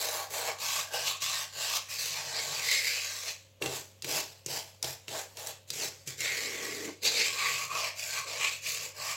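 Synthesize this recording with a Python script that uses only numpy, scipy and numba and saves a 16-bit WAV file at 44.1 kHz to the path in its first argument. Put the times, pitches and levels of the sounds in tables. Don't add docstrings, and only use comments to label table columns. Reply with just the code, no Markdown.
import sys
import numpy as np
from scipy import signal
from scipy.fft import rfft, irfft, next_fast_len
from scipy.io import wavfile
from numba import njit

SR = 44100
rng = np.random.default_rng(int(sys.argv[2]) if len(sys.argv) > 2 else 0)


def log_audio(samples):
    frames = np.atleast_2d(samples).T
    limited = np.clip(frames, -1, 1)
    pcm = np.round(limited * 32767).astype(np.int16)
    wavfile.write(sys.argv[1], SR, pcm)


N = 403956

# t/s, length/s, attack/s, relative level/dB of grit, upper rasp, lower rasp,
# pan ring and dull weight of pushed sugar, swell/dB of grit and rasps, swell/dB of ring and weight,
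# lower rasp f/Hz, upper rasp f/Hz
STROKES = [(-0.03, .26, 0.05, -39.5, -39, -48, -41.5, -48.5, -9, -0.5, 2350, 3900),
           (0.299, 0.19, 0.045, -37, -41, -48, -39.5, -43.5, -3, 4.5, 2260, 4040),
           (0.586, 0.21, 0.039, -35, -37.5, -42, -41.5, -57, 3, 10, 2510, 4400),
           (0.91, 0.22, 0.034, -39, -39, -41, -41, -49.5, -3, -11.5, 2740, 4140),
           (1.205, .22, 0.019, -36, -38.5, -45, -47.5, -61.5, -4, 5.5, 2630, 3840),
           (1.527, .24, 0.086, -36, -37.5, -40.5, -43, -52, 2, -3, 2830, 4030),
           (3.613, .16, .006, -40.5, -53, -59, -44.5, -42.5, 2.5, -7.5, 2740, 4430),
           (4.036, 0.15, 0.071, -35, -37.5, -44, -43, -43.5, 4, 6, 2600, 4150),
           (4.467, 0.11, 0.041, -38, -38.5, -48.5, -45.5, -48, 0, 5.5, 2700, 4200),
           (4.829, 0.068, 0.0065, -41.5, -47, -54, -45.5, -49.5, 3, -3, 2380, 4320),
           (5.084, 0.11, 0.08, -35, -45, -50, -41, -42, -8, -4, 2400, 3950),
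           (5.356, .15, 0.034, -46.5, -47.5, -54, -49, -51.5, -1.5, -3.5, 2660, 3900),
           (5.681, 0.17, 0.06, -38, -50.5, -54, -54, -50.5, 7, 18, 2570, 4100),
           (6.067, 0.049, 0.018, -40, -58, -50, -63.5, -58, -9.5, 7, 2060, 4550),
           (7.7, 0.17, 0.076, -38.5, -37, -34.5, -35, -51, -2, -1.5, 2510, 4580),
           (7.939, 0.25, 0.057, -39, -43.5, -44.5, -45, -62.5, 9, 17, 2350, 4420),
           (8.243, 0.29, 0.04, -40, -43, -41, -45.5, -52.5, 2.5, -9.5, 2420, 4150),
           (8.623, .24, 0.047, -37.5, -48, -43, -49, -53, -9.5, 5, 2540, 4800),
           (8.943, 0.18, 0.079, -39.5, -42, -42.5, -41, -53.5, 4, -7, 2350, 4560)]
# t/s, pressure/dB,
# relative level/dB of lower rasp and of pan ring, lower rasp f/Hz
LONG_PASSES = [
    [(1.89, -46, -7, -6, 2450), (1.9, -40.5, -9, -14, 2500), (1.996, -34.5, -13, -18, 2530),
     (2.11, -35.5, -13, -16, 2700), (2.17, -36, -6, -7.5, 2400), (2.256, -39.5, -17, -9, 2500),
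     (2.384, -34, -12, -6, 2250), (2.412, -35.5, -8, -9.5, 2100), (2.494, -37, -15, -6.5, 2450),
     (2.57, -35, -8, -10, 2450), (2.62, -39, -4, -7, 2340), (2.648, -32.5, -7, -14, 2050),
     (2.768, -30, -3, -20, 2260), (2.822, -35, -1.5, -17, 2150), (2.906, -33.5, -2, -20, 2200),
     (2.976, -34.5, 0, -13.5, 2530), (3.182, -38.5, -21, -15, 2470), (3.31, -39.5, -12, -14.5, 2490)],
    [(6.18, -41.5, -13, -35, 2110), (6.21, -35.5, -4.5, -20, 2140), (6.296, -35.5, 2, -15, 2050),
     (6.428, -37.5, -4, -16, 2180), (6.536, -39, -2, -11, 2110), (6.818, -40, -4.5, -12, 2040),
     (6.89, -43.5, -8, -14, 2190)],
    [(7.03, -34.5, -10, -15.5, 2530), (7.076, -28, -4.5, -11, 2500), (7.114, -34.5, -10, -10.5, 2490),
     (7.212, -30, 1, -15, 2220), (7.276, -34, -3, -17, 2420), (7.346, -38, -5, -15, 2440),
     (7.464, -32.5, 2, -8.5, 2120), (7.582, -37, -1, -8, 2510), (7.642, -36, -4.5, -7, 2320),
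     (7.655, -40, -9, -11, 2410)],
]
# t/s, load/0-1
SUGAR_LOAD = [(0, 0.2), (1.9, 0), (2.45, 0.34), (2.75, 0.19), (3.3, 0.12), (3.65, 0.68), (4.55, 0.56),
              (5.15, 0.25), (5.45, 0.14), (5.75, 0.66), (6.1, 0.58), (6.27, 0.34), (6.5, 0.7), (6.88, 0.94),
              (7.06, 0.52), (7.35, 0.35), (7.8, 0.22), (9.15, 0)]
USUAL_PRESSURE_DB = -32


def from_db(db):
    return 10 ** (np.asarray(db) / 20)


def rms_one(x):
    return x / np.sqrt(np.mean(x ** 2) + 1e-20)


def in_time(rows):
    times, *columns = np.transpose(rows)
    return [np.interp(np.arange(N) / SR, times, column) for column in columns]


def drift(rate):
    return rms_one(np.interp(np.arange(N) / SR * rate, np.arange(N // 16), rng.standard_normal(N // 16)))


def coloured(x, spectrum):
    hz, db = np.transpose(spectrum)
    size = next_fast_len(N, True)
    bins_hz = np.maximum(np.arange(size // 2 + 1) * SR / size, 1)
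    gain = from_db(np.interp(np.log(bins_hz), np.log(hz), db))
    return rms_one(irfft(rfft(x, size) * gain, size)[:N])


def resonate(x, hz, width):
    r = np.exp(-np.pi * width / SR)
    poles = [1, -2 * r * np.cos(2 * np.pi * hz / SR), r * r]
    return signal.lfilter(np.array([1, 0, -1]) * (1 - r * r) / 2, poles, x + 1e-18)


@njit
def glide(x, hz, width):
    r, y = np.exp(-np.pi * width / SR), np.zeros(len(x))
    for i in range(2, len(x)):
        feedback = 2 * r * np.cos(2 * np.pi * hz[i] / SR) * y[i - 1] - r * r * y[i - 2]
        y[i] = (1 - r * r) / 2 * (x[i] - x[i - 2]) + feedback
    return y


def band(x, low_hz, high_hz):
    return signal.sosfilt(signal.butter(2, [low_hz, high_hz], "band", fs=SR, output="sos"), x)


def room_tone():
    # f/Hz, relative level/dB
    air = [(25, -47), (50, -8), (80, -2.5), (140, -2), (230, -8), (400, -10), (540, -3), (800, -19),
           (1050, -14), (1500, -21), (3000, -12), (8000, -28), (16000, -26)]
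    return from_db(-65.5) * coloured(rng.standard_normal(N), air)


def stove_hum(waver_db):
    # f/Hz, rms level/dB
    tones = [(97.0, -63), (538, -73.5)]
    t = np.arange(N) / SR
    hum = 0
    for hz, db in tones:
        amplitude = np.sqrt(2) * from_db(db + waver_db * drift(17))
        hum = hum + amplitude * np.sin(2 * np.pi * hz * t + 0.16 * drift(3.5))
    return hum


def kitchen(x, t60, wet_db):
    t = np.arange(SR // 2) / SR
    tail = band(rng.standard_normal(len(t)) * from_db(-60 * t / t60) * (t > .004), 166, 6200)
    return x + from_db(wet_db) * signal.fftconvolve(x, tail / np.linalg.norm(tail))[:N]


def pan_shudder(drag_db, hz, width):
    # t/s, level/dB
    shudder = [(0.3, -66), (0.6, -58.5), (1.3, -64.5), (1.8, -67), (2.15, -57.5), (2.55, -53), (2.75, -68),
               (3.3, -73), (3.7, -60), (4.5, -54), (5.4, -65), (6.1, -48), (6.3, -68), (6.7, -57),
               (7.2, -66.5), (7.68, -50.5), (7.85, -62), (8.75, -61)]
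    level_db = in_time(shudder)[0] + 0.67 * (drag_db - USUAL_PRESSURE_DB)
    drone = resonate(resonate(rng.standard_normal(N), hz, width), hz, width)
    return from_db(level_db) * rms_one(drone)


def spoon_taps(crack_s, tick_gain_db, thud_gain_db, wood_gain_db):
    # t/s, tick level/dB, thud level/dB, tick f/Hz, wood level/dB
    touches = [(0.3384, -32, -65, 7480, -52), (0.487, -37, -70, 2090, -55), (1.2193, -41, -57, 3980, -54),
               (3.6224, -19.5, -45, 2740, -39), (3.6597, -18, -40, 2660, -41.5),
               (4.0222, -20.5, -67, 4870, -55), (4.045, -19, -43.5, 2600, -52),
               (4.4615, -17.5, -42, 6460, -57), (4.8271, -10, -56, 5400, -75),
               (4.8439, -16, -44, 3840, -68), (5.0812, -23, -49, 2810, -52), (5.3707, -26, -57, 4740, -55),
               (5.4709, -19, -55, 6660, -64), (5.7036, -13.5, -55, 4430, -62),
               (5.8005, -30.5, -52, 6700, -51), (6.0745, -21.5, -48.5, 6100, -56),
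               (6.2056, -19.5, -51, 6900, -50), (6.3043, -34, -56, 1880, -48)]
    # f/Hz, width/Hz, relative level/dB
    thud_modes = [(80, 4, -1), (131, 6.1, 9), (190, 17, -10), (277, 25, -24), (315, 73, -11.5),
                  (366, 11, 1), (520, 14, -4)]
    t = np.arange(SR // 3) / SR
    click = 1.0 * (t == 0)
    wood = resonate(click, hz=2740, width=22)
    out = np.zeros(N + len(t))
    for start, tick_db, thud_db, tick_hz, wood_db in touches:
        crack = rng.standard_normal(len(t)) * np.exp(-t / crack_s)
        snap = 0.14 * crack * np.exp(-t / 0.0085)
        tick = band(resonate(crack, tick_hz, width=2300) + snap, 1200, 16000)
        knock = sum(resonate(click, hz, width) * from_db(db + 2 * rng.standard_normal())
                    * rng.choice([-1, 1]) for hz, width, db in thud_modes)
        thud = band(knock, 55, 1400)
        peaks_db = tick_db + tick_gain_db, thud_db + thud_gain_db, wood_db + wood_gain_db
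        at = int(start * SR)
        for part, db in zip((tick, thud, wood), peaks_db):
            out[at:at + len(t)] += part / np.abs(part).max() * from_db(db)
    return out[:N]


def pan_floor(push, deep_push, load, width_hz):
    hz = 532.5 - 169 * load
    floor = glide(glide(push, hz, width_hz), hz, width_hz)
    return rms_one(band(floor, 200, 605)) + 0.48 * load * rms_one(band(deep_push, 184, 370))


def pan_ring(force, push, wander_db):
    # f/Hz, width/Hz, relative level/dB
    modes = [(646, 96, -3.5), (875, 320, -8.5), (1128, 170, 3), (1583, 117, -6), (1846, 230, -11)]
    # f/Hz, relative level/dB
    muffled = [(380, -47), (520, -22), (620, 8), (730, 1.5), (850, 4), (980, -1.5), (1300, -8), (1650, -3),
               (2000, -9), (2800, -27)]
    # t/s, share of bare pan/0-1, lean to the higher modes/(dB per octave)
    contact = [(0, 0.2, 3), (.5, 0.16, -4), (.7, 1, 1.5), (.95, 0.6, -3), (1.25, 0.76, 13), (1.65, 0.7, 8),
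               (2.4, 0.66, 7), (3.2, 0.82, 10), (3.7, 0.3, -10), (5.2, 0.02, -21), (6.1, 0.4, 2),
               (6.5, 0.52, -3), (7.15, 0.63, -1), (7.45, 0.8, 12), (7.8, 1, -10.5), (8.15, 1, -4.5),
               (8.8, 1, -9), (9.15, 0.86, -0.5)]
    bare, lean_db = in_time(contact)
    bare = np.clip(bare, 0, 1)
    ring = 0
    for hz, width, db in modes:
        octaves = np.log2(hz / modes[0][0])
        drive = force * rng.choice([-1, 1], N) * from_db(db + lean_db * octaves + wander_db * drift(9))
        ring = ring + resonate(resonate(drive, hz, width), hz, width)
    ring = rms_one(ring / np.sqrt(1 + from_db(lean_db) ** 2))
    return np.sqrt(bare) * ring + np.sqrt(1 - bare) * coloured(push, muffled)


def wall_echoes(x, count):
    at, out = np.arange(N), x
    for delay_s in np.geomspace(.00025, .003, count):
        lag = np.round(delay_s * SR * np.exp(.22 * drift(7))).astype(int)
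        out = out + rng.choice([-.27, .27]) * x[np.maximum(at - lag, 0)]
    return out * np.std(x) / np.std(out)


def grip(pass_upper_hz):
    held = [(s, lower_hz, upper_hz) for start, length, *_, lower_hz, upper_hz in STROKES
            for s in (start, start + length)]
    gliding = [(s, lower_hz, pass_upper_hz) for rows in LONG_PASSES for s, *_, lower_hz in rows]
    return in_time(sorted(held + gliding))


def spoon_rasp(push, hz, width_hz, core_width_hz, core_db, wobble):
    broad = rms_one(glide(glide(push, hz, width_hz), hz, width_hz))
    core = rms_one(glide(broad * rng.choice([-1, 1], N), hz * np.exp(wobble * drift(14)), core_width_hz))
    return rms_one(broad + from_db(core_db) * rms_one(glide(core, hz, width_hz)))


def contact_db(t, start, end):
    before_s, after_s = np.maximum(start - t, 0), np.maximum(t - end, 0)
    landing_db = -1500 * before_s
    release_db = -234 * after_s
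    trickle_db = -11 - 92 * after_s
    return landing_db + np.maximum(release_db, trickle_db)


def stroke(t, start, length, attack, grit, upper, lower, ring, weight, hiss_swell, body_swell):
    first_touch_db, heap_yield_db = -14, 15
    contact = contact_db(t, start, start + length)
    level, shove = (contact + first_touch_db * (1 - np.clip((t - start) / rise, 0, 1))
                    for rise in (attack, attack / 2))
    weight_swell = body_swell - heap_yield_db * np.interp(start, *np.transpose(SUGAR_LOAD))
    along = np.clip((t - start) / length, 0, 1) - .5
    hiss = level + hiss_swell * along
    return np.array([grit + hiss, upper + hiss, lower + hiss,
                     ring + level + body_swell * along, weight + shove + weight_swell * along])


def long_pass(t, rows):
    times, *columns = np.transpose(rows)
    pressure, lower, ring = (np.interp(t, times, column) for column in columns[:3])
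    load = np.interp(np.clip(t, times[0], times[-1]), *np.transpose(SUGAR_LOAD))
    upper = 0.82 * (pressure - USUAL_PRESSURE_DB)
    weight = -24 * (1 - load)
    level = pressure + contact_db(t, times[0], times[-1])
    return np.array([level - 2.5, level + upper - 1, level + lower + 1, level + ring - 1, level + weight])


def bites(t):
    # middle t/s, length/s, lift/dB of grit, upper rasp, lower rasp, and ring with weight
    presses = [(0.497, 0.063, 0, 3, 13.5, 1.5), (1.08, 0.068, 4.5, 9, 5, 0.5),
               (1.763, 0.035, 2, 5.5, -2, -0.5), (2.372, 0.092, 0, 4.5, 4, 3.5),
               (3.288, 0.069, 2.5, 11.5, 10, 10), (4.183, 0.045, 0.5, -1.5, 6, 3),
               (5.155, 0.047, -1, 2, 1, 5), (6.893, 0.038, -2, 5, 2, 10.5), (8.173, .1, -3.5, 0, 4.5, 0),
               (8.448, 0.12, 5.5, 0, 13.5, 5.5), (8.668, 0.062, 0.5, 9, 10, 2.5)]
    lift_db = 0
    for middle, length, grit, upper, lower, ring in presses:
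        swell = np.cos(np.pi * np.clip((t - middle) / length, -.5, .5))
        lift_db = lift_db + np.outer([grit, upper, lower, ring, ring], swell)
    return lift_db


def stirring_hand(unsteady_db, unsteady_rate):
    t = np.arange(0, N / SR, .001)
    moves = [stroke(t, *row[:10]) for row in STROKES] + [long_pass(t, rows) for rows in LONG_PASSES]
    levels = np.max(moves, axis=0) + bites(t)
    return np.array(in_time(np.column_stack([t, levels.T]))) + unsteady_db * drift(unsteady_rate)


def crystal_slips(per_s, size_db, judder_db, judder_rate):
    slips = rng.random(N) < per_s / SR
    sizes = from_db(size_db * np.minimum(rng.exponential(1, N), 6)) * rng.standard_normal(N)
    return rms_one(slips * sizes * from_db(judder_db * drift(judder_rate)))


def sugar_grit(force):
    # f/Hz, relative level/dB
    crunch = [(700, -29), (1400, -8), (2400, 0), (3300, -0.5), (4300, 2.5), (5400, 2.5), (6400, 4.5),
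              (7500, 6), (8200, -0.5), (9000, -13), (10200, -7), (11500, -6), (14000, -8.5), (16000, -11.5)]
    # t/s, level/dB
    sparkle = [(0.25, 8.5), (0.6, 1.5), (0.95, 4.5), (1.2, 0), (2.05, 4), (2.3, -3), (2.62, 3.5), (3.45, 0),
               (3.75, 3.5), (4.6, 5), (4.93, 7.5), (5.12, -0.5), (5.42, 8.5), (5.8, 2), (7.3, -0.5),
               (8.13, 2.5), (8.4, -4), (8.7, 2)]
    grit = coloured(force, crunch)
    fine = signal.sosfiltfilt(signal.butter(4, 9000, "high", fs=SR, output="sos"), grit)
    return grit + fine * (from_db(in_time(sparkle)[0] + drift(25)) - 1)


def scraping(levels):
    grit_db, upper_db, lower_db, ring_db, weight_db = levels
    lower_hz, upper_hz = grip(pass_upper_hz=4150)
    force = crystal_slips(per_s=14000, size_db=2.0, judder_db=-0.77, judder_rate=220)
    pushes = force * rng.choice([-1, 1], (5, N))
    grit = sugar_grit(force)
    lower = spoon_rasp(pushes[0], lower_hz, width_hz=870, core_width_hz=100, core_db=-3, wobble=0.049)
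    upper = spoon_rasp(pushes[1], upper_hz, width_hz=2100, core_width_hz=610, core_db=-11.5, wobble=0.15)
    hiss = wall_echoes(grit * from_db(grit_db - 0.43) + upper * from_db(upper_db - 1.46), count=5)
    ring = pan_ring(force, pushes[2], wander_db=5.0)
    weight = pan_floor(pushes[3], pushes[4], load=in_time(SUGAR_LOAD)[0], width_hz=209)
    return (hiss + lower * from_db(lower_db - 1.85) + ring * from_db(ring_db - 0.72)
            + weight * from_db(weight_db - 2.57))


def scene():
    levels = stirring_hand(unsteady_db=0.8, unsteady_rate=35)
    taps = spoon_taps(crack_s=0.0038, tick_gain_db=-4.5, thud_gain_db=5.5, wood_gain_db=9.0)
    pan = scraping(levels) + taps + pan_shudder(drag_db=levels[0], hz=143.0, width=24)
    return (kitchen(pan, t60=0.3, wet_db=-11.5) + stove_hum(waver_db=.5) + room_tone())[None]


def record(dry):
    return signal.sosfilt(signal.ellip(12, .1, 80, 15900, fs=SR, output="sos"), dry)


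dry = scene()
out = record(dry)
log_audio(out)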